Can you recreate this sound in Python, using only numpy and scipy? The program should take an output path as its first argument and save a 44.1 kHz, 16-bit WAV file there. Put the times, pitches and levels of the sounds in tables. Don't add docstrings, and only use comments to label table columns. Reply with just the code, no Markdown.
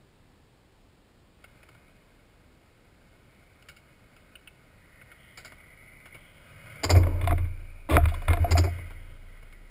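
import sys
import numpy as np
from scipy import signal
from scipy.fft import rfft, irfft
from scipy.io import wavfile
from scipy.ndimage import uniform_filter1d, map_coordinates

SR = 44100
rng = np.random.default_rng(int(sys.argv[2]) if len(sys.argv) > 2 else 0)


def transcribe(signal):
    frames = np.atleast_2d(signal).T
    limited = np.clip(frames, -1, 1)
    pcm = np.round(limited * 32767).astype(np.int16)
    wavfile.write(sys.argv[1], SR, pcm)


N = 427769

# (time [s], level [dB])
ROLL_CURVE = [(1.4, -74), (1.7, -69), (2.23, -76), (4.29, -69.5), (4.75, -70.5), (5.03, -67.5),
              (6.28, -66.5), (6.76, -55.5), (7.18, -59), (7.66, -67.5), (7.94, -71), (8.08, -54.5),
              (8.38, -56.5), (8.47, -49), (9.05, -66), (9.7, -71)]
# (centre [Hz], width [Hz], gain [dB])
SHEET_BANDS = [(133.6, 29, 3.5), (315, 78, 5), (417, 92, 2), (594, 190, 0), (843, 274, -7)]
DECK_BANDS = [(680, 197, 3.8), (1033, 184, 6.8), (1308, 190, 3.8), (1617, 250, 0.5), (2185, 203, 6.4),
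              (2324, 150, 1)]
TRUCK_BANDS = [(2810, 170, 2), (3510, 310, 2.5), (4630, 770, -10)]


def from_db(db):
    return 10 ** (np.asarray(db) / 20)


def rms_one(x):
    return x / np.sqrt(np.mean(x ** 2) + 1e-20)


def automation(rows):
    times, *columns = np.transpose(rows)
    return [np.interp(np.arange(N) / SR, times, column) for column in columns]


def gate(rows, fade_s=0.11):
    start, end = rows[0][0], rows[-1][0]
    return np.interp(np.arange(N) / SR, [start - fade_s, start, end, end + fade_s], [0, 1, 1, 0])


def add(out, s, sound):
    at = round(s * SR)
    out[at:at + len(sound)] += sound[:N - at]


def drift(rate_hz):
    knots = rng.standard_normal(N // 20)
    return map_coordinates(knots, [np.arange(N) / SR * rate_hz], order=1, mode="wrap") * np.sqrt(3 / 2)


def grit(size, spread_db):
    return rms_one(rng.standard_normal(size) * from_db(spread_db * np.clip(rng.standard_normal(size), -3, 3)))


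def resonate(x, bands):
    out = 0
    for hz, width, db in bands:
        band = signal.butter(2, [max(hz - width / 2, 15), hz + width / 2], "band", fs=SR, output="sos")
        out += from_db(db) * signal.sosfilt(band, x + 1e-18)
    return out


def swells(loads):
    t, power = np.arange(N) / SR, np.zeros(N)
    for s, db, swell_s, t60 in loads:
        rise = np.sin(np.pi / 2 * np.minimum(t / swell_s, 1)) ** 2
        decay = from_db(-60 * np.maximum(t - swell_s, 0) / t60)
        add(power, s, (from_db(db) * rise * decay) ** 2)
    return np.sqrt(power)


def struck(hits, modes, contact_s):
    t, out = np.arange(SR // 4) / SR, np.zeros(N)
    ring = sum(from_db(db - 60 * t / t60) * np.sin(2 * np.pi * hz * t) for hz, db, t60 in modes)
    for s, db in hits:
        add(out, s, from_db(db) * ring * (1 - np.exp(-t / contact_s)))
    return out


def rattles(contacts, bodies, rise_s, spread_db, build_s=0.00197):
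    t, out = np.arange(SR // 5) / SR, np.zeros(N)
    for s, rattle_s, *levels in contacts:
        force = grit(len(t), spread_db) * np.exp(-t / rattle_s) * (1 - np.exp(-t / rise_s))
        for body, db in zip(bodies, levels):
            sound = resonate(force, body)
            crest = np.sqrt(2 * uniform_filter1d(sound ** 2, size=100).max())
            add(out, s - build_s, from_db(db) * sound / crest)
    return out


def town_air(level_db=-59):
    # (frequency [Hz], spectral density [dB])
    spectrum = [(14, -37), (24, 0.5), (117, -3.5), (150, -6.5), (172, -8), (237, -8.5), (535, -14),
                (769, -17), (1320, -21.5), (2440, -23.5), (5400, -28.5), (7020, -21), (11900, -120)]
    hz, db = np.transpose(spectrum)
    bins_hz = np.maximum(np.arange(N // 2 + 1) * SR / N, 1)
    colour = from_db(np.interp(np.log(bins_hz), np.log(hz), db))
    return from_db(level_db) * rms_one(irfft(rfft(rng.standard_normal(N)) * colour, N))


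def park_reverb(x, t60=0.4, wet_db=-18, rise_s=0.0073):
    t = np.arange(SR * 3 // 4) / SR
    tail = rng.standard_normal(len(t)) * from_db(-60 * t / t60) * (1 - np.exp(-t / rise_s))
    return x + from_db(wet_db) * signal.fftconvolve(x, tail / np.linalg.norm(tail))[:N]


def ground_drone(drone_db=-60, mid_roll_db=-64, follow=0.93):
    # (centre [Hz], width [Hz], gain [dB])
    ground_bands = [(87.5, 38, 1), (124.8, 66, -1.2)]
    roll_db, = automation(ROLL_CURVE)
    envelope = from_db(drone_db + follow * (roll_db - mid_roll_db)) * gate(ROLL_CURVE)
    return envelope * rms_one(resonate(rng.standard_normal(N), ground_bands))


def bearings(width_hz=320, flutter_db=2.0):
    # (time [s], pitch [Hz], level [dB])
    spin = [(1.55, 2224, -71), (2.3, 2214, -89), (3.1, 2200, -86), (3.4, 2200, -69), (4.4, 2000, -82),
            (4.9, 1950, -65), (5.5, 2090, -57), (6.15, 2164, -55), (6.4, 2141, -68), (6.75, 2170, -52.5),
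            (7.05, 2210, -63), (7.4, 2270, -58.5), (7.9, 2393, -64), (8.35, 2198, -66), (8.7, 2118, -49),
            (9.1, 2097, -69), (9.35, 2087, -62), (9.7, 2076, -64)]
    whirr_hz, level_db = automation(spin)
    lowpass = signal.butter(3, width_hz / 2, fs=SR, output="sos")
    rattle = signal.sosfilt(lowpass, rng.standard_normal((2, N)))
    phase = 2 * np.pi * np.cumsum(whirr_hz) / SR
    whirr = rms_one(rattle[0] * np.cos(phase) + rattle[1] * np.sin(phase))
    return from_db(level_db + flutter_db * drift(30)) * gate(spin) * whirr


def wheels(boost_db=5.5):
    # (centre [Hz], width [Hz], gain [dB])
    wheel_bands = [(585, 152, -2.5), (1013, 53, -7), (1293, 72, -3), (1454, 270, -1.5), (1874, 61, -4),
                   (2178, 163, 1), (2490, 56, -1.5), (2930, 91, -7), (3900, 250, -21), (4730, 1400, -20)]
    tread_bands = [(3110, 390, 0)]
    # (time [s], level [dB], swell [s], t60 [s])
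    scrubs = [(5.05, -64.5, 0.24, 2.3), (6.0, -64, 0.29, 3.3), (6.45, -62, 0.39, 2.5), (8.4, -64, .3, 4.45)]
    roll_db, = automation(ROLL_CURVE)
    road = grit(N, spread_db=6.5) * from_db(1.35 * drift(45))
    ring = from_db(roll_db + boost_db) * gate(ROLL_CURVE, fade_s=.03) * rms_one(resonate(road, wheel_bands))
    return ring + swells(scrubs) * rms_one(resonate(road, tread_bands))


def far_clatter(clack_rattle_s=0.0059):
    # (time [s], rear lag [s], rear gain [dB], rattle [s],
    # thud [dB], clack [dB], ring [dB], snap [dB])
    joints = [(3.686, 0.078, -7.5, 0.013, -55, -42, -43, -48),
              (4.354, 0.12, 0.5, 0.0048, -64, -46.5, -40, -72),
              (5.013, .102, 1.5, 0.0077, -62, -45, -59, -71), (5.373, .073, 0, 0.021, -44.5, -39, -52, -42),
              (6.056, 0.089, 2, 0.013, -46.5, -44, -49.5, -60)]
    # (time [s], level [dB], brightness [dB])
    clacks = [(1.44, -43, 1.5), (1.63, -48.5, 0.5), (1.688, -47.5, 1), (1.748, -51.5, -3), (3.623, -54, 9),
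              (4.164, -51.5, 6.5), (5.52, -41.5, -2), (8.785, -45, -7.5), (8.905, -44, -4),
              (9.425, -51, -3), (9.525, -50, 1.5)]
    # (centre [Hz], width [Hz], gain [dB])
    thud = [(128, 64, 0), (289, 240, -8.5), (674, 195, -5), (990, 370, -8.5)]
    clack = [(1470, 215, -2.5), (1786, 960, -5), (2193, 110, 4)]
    ring = [(2775, 340, 21), (3210, 210, -26.5)]
    snap = [(3950, 230, -1.2), (4840, 750, 0.5)]
    contacts = []
    for s, lag_s, rear_db, rattle_s, *levels in joints:
        contacts += [(s, rattle_s, *levels), (s + lag_s, rattle_s, *np.add(levels, rear_db))]
    for s, db, bright in clacks:
        contacts.append((s, clack_rattle_s, db - 3.5 - bright, db, db - 8.5 + bright, db - 12.5 + bright))
    return rattles(contacts, [thud, clack, ring, snap], rise_s=0.00077, spread_db=5.0, build_s=0.000963)


def ramp_rumble():
    # (time [s], level [dB])
    rumble = [(6.8, -62), (6.88, -42), (7.0, -35.5), (7.2, -42), (7.5, -61.5), (7.9, -72), (8.04, -54.5),
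              (8.25, -55), (8.5, -39), (8.66, -54.5), (9.1, -67)]
    level_db, = automation(rumble)
    road = grit(N, spread_db=2.5) * from_db(drift(56))
    return from_db(level_db) * gate(rumble) * rms_one(resonate(road, SHEET_BANDS))


def ramp_boom(frame_hz=29.6, throb=0.19, roughness=0.31, after_db=-25, after_t60=2.28):
    # (time [s], level [dB], swell [s], t60 [s], pitch [Hz])
    booms = [(6.55, -51, .22, .12, 113), (6.835, -32, 0.034, .3, 90), (6.875, -14, .085, 0.51, 88.4),
             (7.12, -26, 0.028, 0.57, 85.8), (7.22, -24, .03, 0.6, 91.4), (7.285, -20, 0.027, 0.37, 83),
             (7.39, -27.5, 0.024, 0.61, 86.6), (7.9, -19, 0.042, .5, 80.2), (7.99, -17.5, 0.052, 0.4, 77.2),
             (8.276, -15, 0.026, 0.22, 83.2), (8.38, -18, .055, 0.064, 82.6), (8.5, -18, .035, .6, 82.3),
             (8.57, -19.5, 0.032, 0.57, 86.2)]
    # (time [s], level [dB], swell [s], t60 [s])
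    sways = [(4, -63, 2.3, 4), (6.8, -30.5, 0.29, 2.8), (7.26, -28.5, .06, 1.22), (7.93, -28.5, .06, 2.2),
             (8.23, -28, .08, 1.2), (8.78, -42.5, .12, 7)]
    panel_hz, = automation([(s + swell_s, hz) for s, _, swell_s, _, hz in booms])
    panel = np.sqrt(2) * np.sin(2 * np.pi * np.cumsum(panel_hz) / SR)
    shudder = roughness * rms_one(resonate(rng.standard_normal(N), [(83.3, 35.7, 0)]))
    frame = np.sqrt(2) * np.sin(2 * np.pi * np.cumsum(frame_hz + 1.7 * drift(15)) / SR)
    loads = [row[:4] for row in booms]
    after_ring = [(s, db + after_db, swell_s, after_t60) for s, db, swell_s, _ in loads]
    return swells(loads + after_ring) * (panel * (1 + throb * frame) + shudder) + swells(sways) * frame


def case_knocks():
    # (time [s], level [dB])
    knocks = [(6.948, -26), (7.274, -22.5), (7.318, -22.5), (7.977, -15), (8.119, -35.5), (8.222, -41.5),
              (8.332, -23), (8.370, -29), (8.444, -19), (8.553, -20), (8.674, -30.5)]
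    # (pitch [Hz], gain [dB], t60 [s])
    case_modes = [(694.6, 4.5, 0.072), (664, -8, 0.019), (1230, -7.5, 0.024)]
    return struck(knocks, case_modes, contact_s=0.002)


def seam_clatter():
    # (time [s], level [dB], extra thud [dB])
    crossings = [(6.834, 1, 0.5), (8.509, -2, -0.5)]
    # (delay [s], rattle [s], thud [dB], clack [dB], edge [dB])
    pattern = [(0, .004, -28, -29, -26.5), (.006, .008, -23, -23.5, -22), (.06, 0.0046, -27, -23, -35.5),
               (.068, .011, -18.5, -21.5, -20), (.128, 0.015, -24, -28.5, -37)]
    # (centre [Hz], width [Hz], gain [dB])
    plate = [(314.5, 39.5, -4), (390, 74, -2.5), (472, 110, -4.5), (575, 119, -4)]
    edge = [(3360, 1720, -7), (3970, 460, -12), (4900, 565, 4.5), (5200, 200, -15)]
    contacts = [(s + delay_s, rattle_s, *np.add(levels, [db + thud_db, db, db]))
                for s, db, thud_db in crossings for delay_s, rattle_s, *levels in pattern]
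    return rattles(contacts, [plate, DECK_BANDS, edge], rise_s=0.0028, spread_db=5.0, build_s=0.002)


def coping_skid(start_s=7.897, length_s=.056, count=6, jitter_s=.002, weight_db=6, truck_db=-8.5):
    progress = np.linspace(0, 1, count)
    times = start_s + length_s * progress + jitter_s * rng.uniform(-1, 1, count)
    levels_db = -28 + 1.5 * progress
    contacts = [(s, 0.013, db + weight_db, db, db + truck_db) for s, db in zip(times, levels_db)]
    return rattles(contacts, [SHEET_BANDS, DECK_BANDS, TRUCK_BANDS], rise_s=0.002, spread_db=5.5)


def ramp_blows(truck_db=-16.5, dulling=0.43):
    # (time [s], rattle [s], level [dB], weight [dB])
    blows = [(6.951, .012, -28, 4.5), (7.034, 0.0057, -32, -2), (7.069, .007, -37.5, 11),
             (7.213, .01, -31, -13), (7.241, 0.0093, -31, -7), (7.274, .004, -24, -18),
             (7.293, 0.0055, -31.5, -6), (7.31, 0.0065, -28.5, 2), (7.327, 0.0022, -30, 5),
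             (7.379, .011, -33.5, -4), (7.452, .011, -43.5, -2), (7.891, .007, -43.5, 18.5),
             (7.969, .002, -17, 2), (8.038, .008, -35.5, -4), (8.057, 0.0026, -27.5, -18),
             (8.086, .011, -34, -18), (8.141, 0.0066, -32.5, -16), (8.22, .005, -37.5, -8),
             (8.282, 0.0059, -19.5, -12), (8.303, .023, -24.5, 0), (8.332, 0.0055, -23, -14),
             (8.371, .003, -31, -6), (8.444, 0.0026, -34, -3)]
    contacts = [(s, rattle_s, db + weight, db, db + truck_db - dulling * weight)
                for s, rattle_s, db, weight in blows]
    bodies = [SHEET_BANDS, DECK_BANDS, TRUCK_BANDS]
    return rattles(contacts, bodies, rise_s=0.00019, spread_db=6.0, build_s=0.002008)


def rider_thumps():
    # (time [s], level [dB])
    thumps = [(7.305, -17), (7.959, -12)]
    # (pitch [Hz], gain [dB], t60 [s])
    panel_modes = [(45.7, 0, 0.092), (104, -9, .05), (143, -11, .09)]
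    return struck(thumps, panel_modes, contact_s=0.0031)


def deck_slaps():
    # (time [s], peak level [dB])
    slaps = [(7.068, -32.5), (7.2739, -22), (7.309, -18), (7.9678, -3), (8.056, -21.5)]
    # (centre [Hz], width [Hz], gain [dB])
    face_bands = [(1229, 480, 0), (2040, 290, -3.5)]
    crack = resonate(signal.unit_impulse(SR // 20), face_bands)
    out = np.zeros(N)
    for s, db in slaps:
        add(out, s, from_db(db) * crack / np.abs(crack).max())
    return out


def scene():
    hits = far_clatter() + seam_clatter() + ramp_blows() + coping_skid() + deck_slaps()
    shaken = case_knocks() + rider_thumps()
    rolling = wheels() + bearings() + ground_drone() + ramp_rumble()
    return (park_reverb(hits) + shaken + rolling + ramp_boom() + town_air())[None]


def record(dry, band_edge_hz=5350, rate_hz=12000, cutoff_hz=15500):
    narrow = signal.sosfilt(signal.butter(14, band_edge_hz, fs=SR, output="sos"), dry)
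    mirrored = narrow * (1 + 2 * np.cos(2 * np.pi * rate_hz * np.arange(N) / SR))
    hold_droop = np.sinc(np.arange(N // 2 + 1) * SR / N / rate_hz)
    held = irfft(rfft(mirrored) * hold_droop, N)
    return signal.sosfilt(signal.ellip(10, .1, 80, cutoff_hz, fs=SR, output="sos"), held)


dry = scene()
out = record(dry)
transcribe(out)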